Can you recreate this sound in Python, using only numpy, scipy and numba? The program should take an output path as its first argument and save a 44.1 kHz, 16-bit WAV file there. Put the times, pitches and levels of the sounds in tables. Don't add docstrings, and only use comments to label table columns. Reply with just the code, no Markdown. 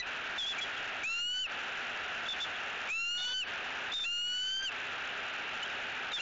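import sys
import numpy as np
from scipy import signal
from scipy.fft import rfft, irfft
from scipy.io import wavfile
from scipy.ndimage import map_coordinates
from numba import njit

SR = 44100
rng = np.random.default_rng(int(sys.argv[2]) if len(sys.argv) > 2 else 0)


def generate_wav(signal):
    frames = np.transpose(np.atleast_2d(signal))
    scaled = np.clip(frames, -1, 1) * 32767
    pcm = np.round(scaled).astype(np.int16)
    wavfile.write(sys.argv[1], SR, pcm)


N = 273861

# [start_s, length_s, middle_pitch_hz, glide_start_to_end_hz, arch_hz, level_db, roughness_0_to_1]
CHITTER_NOTES = [ (-.012, 0.039, 3980, -300, 21, -19, 0.25), (-.012, 0.041, 1988, -150, 11, -21, 0),
                 (.016, 0.037, 2530, -260, -2, -30.5, 0.25), (0.374, 0.096, 3364, -380, -61, -29, 0.32),
                 (0.451, 0.091, 3460, -68, 213, -29.5, 0.22), (0.571, 0.045, 2353, 64, 29, -32.5, 0.17),
                 (.602, 0.057, 3360, -20.5, 128, -33, 0.3), (0.763, 0.028, 3290, 40, 60, -33, 0.4),
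                 (2.254, 0.03, 3420, 49, 52, -33, .4), (2.274, 0.078, 3520, -150, 74, -31.5, 0.47),
                 (2.395, 0.069, 3530, -100, 186, -31.5, 0.3), (2.551, 0.027, 3390, 52, 59, -34, 0.4),
                 (3.166, 0.11, 3610, -150, 221.5, -27.5, 0.4), (3.259, 0.09, 3524, -35, 188.5, -28.5, 0.34),
                 (3.912, .028, 3510, 122, 3, -23, 0.3), (3.927, 0.082, 3650, -150, 42, -24.5, 0.29),
                 (3.991, 0.079, 3580, -110, 85.5, -26, .3), (5.62, 0.032, 2990, 156, -7, -26, 0.25),
                 (5.641, 0.04, 3240, 30, 81, -43, 0.5), (6.109, 0.025, 3750, -3, 30, -30, .4),
                 (6.125, 0.057, 3570, -190, 55, -27.5, 0.1), (6.155, 0.048, 3340, -130, 0, -36, .45), ]
# [frequency_hz, relative_level_db_per_hz]
HISS_SPECTRUM = [(30, -33.5), (200, -14), (480, -9), (760, -1.5), (1080, -8), (1400, 3.5), (1650, 3),
                 (2080, -3.5), (2700, 1.5), (3200, -6), (3800, -11.5), (4500, -22.5), (6000, -28.5),
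                 (7600, -57)]
# [pitch_hz, level_db]
HUM_TONES = [(97, -70), (247, -67), (409, -62.5)]
# [start_s, length_s, climb_from_hz, climb_to_hz, scoop_time_constant_s, level_db, overtones_db]
WHISTLES = [ (1.033, 0.44, 1320, 1557, .022, -17.5, -4), (2.887, 0.56, 1319, 1553, 0.029, -18, -0.5),
            (4.037, .667, 1379, 1597, 0.01, -18.5, -3), (6.188, .5, 1418, 1550, 0.0088, -29, 1), ]
# [centre_s, half_length_s, strong_partial_loss_db]
HOARSE_MOMENTS = [ (1.111, 0.056, 6.5), (1.188, 0.02, 9.5), (1.365, 0.036, 7.5), (3.194, .036, 8.5),
                  (3.305, .05, 6.5), (4.328, 0.044, 4), (4.492, 0.14, 4.5), (4.633, 0.027, 14.5), ]

HISS_DB = -37.5
NOTE_ATTACK_S, NOTE_RELEASE_S = 0.014, 0.022
WHISTLE_RELEASE_S = 0.0099
SCOOP_HZ, DROOP_HZ, DROOP_S = 185.8, 286, 0.029
SCOOP_DB, DROOP_DB, SLACK_OVERTONES_DB = -19, -10, -20
FIRST_DB, FIRST_GROWTH_DB, THIRD_DB = -19, 7.5, -13.5
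HOARSE_FIRST, HOARSE_THIRD, HOARSE_JITTER, HOARSE_SHIMMER = 1.28, 0.65, 0.74, 0.094
CHIP_SR, TOP_HZ = 16000, 7380


def undb(db):
    return 10 ** (np.asarray(db) / 20)


def waver(rate_hz, size):
    count = max(size, SR)
    hz = np.fft.rfftfreq(count, 1 / SR)
    spectrum = rfft(rng.standard_normal(count))
    drift = irfft(spectrum / (1 + (hz / rate_hz) ** 4), count)
    return drift[:size] / drift.std()


def span(start_s, length_s):
    first = max(int(start_s * SR), 0)
    last = min(int((start_s + length_s) * SR), N)
    at = np.arange(first, last)
    return at, at / SR - start_s


def fade(size, edge_s=0.0011):
    i = np.arange(size)
    return np.clip(np.minimum(i, size - 1 - i) / (edge_s * SR), 0, 1)


def chitter(start_s, length_s, middle_hz, glide_hz, arch_hz, level_db, rough,
            jitter=0.005, jitter_hz=260, rough_hz=240):
    at, t = span(start_s, length_s)
    size = len(at)
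    along = t / length_s - 0.5
    hz = middle_hz + glide_hz * along - arch_hz * (2 * along) ** 2
    phase = 2 * np.pi * np.cumsum(hz * (1 + jitter * waver(jitter_hz, size))) / SR

    attack = np.minimum(t / NOTE_ATTACK_S, 1) ** 2
    release = np.minimum((length_s - t) / NOTE_RELEASE_S, 1) ** 2

    flutter = 1 + rough * (waver(rough_hz, size) + 1j * waver(rough_hz, size))
    tone = np.imag(flutter * np.exp(1j * phase))
    out = np.zeros(N)
    out[at] = np.sqrt(2) * tone * undb(level_db) * attack * release * fade(size)
    return out


def branches(x, wet_db=-27, t60_s=0.62):
    t = np.arange(SR // 2) / SR
    echo = rng.standard_normal(len(t)) * undb(-60 * t / t60_s)
    echo = echo / np.linalg.norm(echo)
    return x + undb(wet_db) * signal.fftconvolve(x, echo)[:N]


def road():
    table_hz, table_db = np.transpose(HISS_SPECTRUM)
    bins_hz = np.maximum(np.fft.rfftfreq(N, 1 / SR), 1)
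    colour_db = np.interp(np.log(bins_hz), np.log(table_hz), table_db)
    hiss = irfft(rfft(rng.standard_normal(N)) * undb(colour_db), N)
    hiss = undb(HISS_DB) * hiss / hiss.std()

    t = np.arange(N) / SR
    hum = np.zeros(N)
    for pitch_hz, level_db in HUM_TONES:
        phase = 2 * np.pi * pitch_hz * t + waver(6, N)
        hum += undb(level_db) * np.sqrt(2) * np.sin(phase)
    return hiss + hum


def whistle(start_s, length_s, from_hz, to_hz, scoop_s, level_db, overtones_db,
            jitter=0.0018, jitter_hz=180, shimmer_db=1.3, fourth_db=-20, fifth_db=-29,
            drift=0.002, wander_db=1.5):
    at, t = span(start_s, length_s)
    size = len(at)
    along = t / length_s
    scoop = np.exp(-t / scoop_s)
    droop = np.exp(-((length_s - t) / DROOP_S) ** 2)
    hoarse = np.zeros(size)
    for centre_s, half_s, loss_db in HOARSE_MOMENTS:
        hoarse += loss_db * np.exp(-((at / SR - centre_s) / half_s) ** 2)

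    hz = from_hz + (to_hz - from_hz) * along - SCOOP_HZ * scoop - DROOP_HZ * droop
    hoarse_jitter = jitter * undb(HOARSE_JITTER * hoarse)
    unsteady = drift * waver(14, size) + hoarse_jitter * waver(jitter_hz, size)
    phase = 2 * np.pi * np.cumsum(hz * (1 + unsteady)) / SR

    colour_db = overtones_db + SLACK_OVERTONES_DB * (scoop + droop) + wander_db * waver(23, size)
    first = undb(FIRST_DB + FIRST_GROWTH_DB * along + HOARSE_FIRST * hoarse + colour_db)
    third = undb(THIRD_DB + HOARSE_THIRD * hoarse + colour_db)
    fourth, fifth = undb(fourth_db + colour_db), undb(fifth_db + colour_db)
    gains = [-first, 1, third, fourth, -fifth]
    tone = sum(gain * np.sin((k + 1) * phase) for k, gain in enumerate(gains))

    db = level_db + SCOOP_DB * scoop + DROOP_DB * droop - hoarse
    shimmer = (shimmer_db + HOARSE_SHIMMER * hoarse) * waver(98, size)
    release = np.minimum((length_s - t) / WHISTLE_RELEASE_S, 1)
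    out = np.zeros(N)
    out[at] = np.sqrt(2) * tone * undb(db + shimmer) * release * fade(size)
    return out


@njit
def follow(x, attack, release):
    out, level = np.empty(len(x)), 0.
    for i in range(len(x)):
        size = abs(x[i])
        level += (size - level) * (attack if size > level else release)
        out[i] = level
    return out


def limiter(x, ceiling_db=-28.0, attack_s=0.0021, release_s=0.037):
    attack = 1 - np.exp(-1 / (attack_s * SR))
    release = 1 - np.exp(-1 / (release_s * SR))
    envelope = follow(x, attack, release)
    return np.minimum(1, undb(ceiling_db) / (envelope + 1e-9))


def overload(x, gain, clip_db=-33.5, knee=12, bend=9.4):
    clipped = x / (1 + np.abs(x / undb(clip_db)) ** knee) ** (1 / knee)
    return clipped - bend * (1 - gain) * clipped ** 2


def circuit_noise(db=-65, corner_hz=260):
    lowpass = signal.butter(1, corner_hz, fs=SR, output="sos")
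    noise = signal.sosfilt(lowpass, rng.standard_normal(N))
    return undb(db) * noise / noise.std()


def chip(x, corner_hz=9200):
    soft = signal.sosfilt(signal.butter(4, corner_hz, fs=SR, output="sos"), x)
    places = np.arange(N * CHIP_SR // SR) * SR / CHIP_SR
    samples = map_coordinates(soft, [places], order=3)
    return signal.resample(samples, N)


def scene():
    chitters = sum(chitter(*row) for row in CHITTER_NOTES)
    whistles = sum(whistle(*row) for row in WHISTLES)
    sound = branches(chitters + whistles) + road()
    return np.array([sound, sound])


def record(dry):
    gain = limiter(dry[0])
    driven = overload(dry[0] * gain, gain)
    sampled = chip(driven + circuit_noise())
    sound = signal.fftconvolve(sampled, signal.firwin(201, TOP_HZ, fs=SR), "same")
    return np.array([sound, sound])


dry = scene()
out = record(dry)
generate_wav(out)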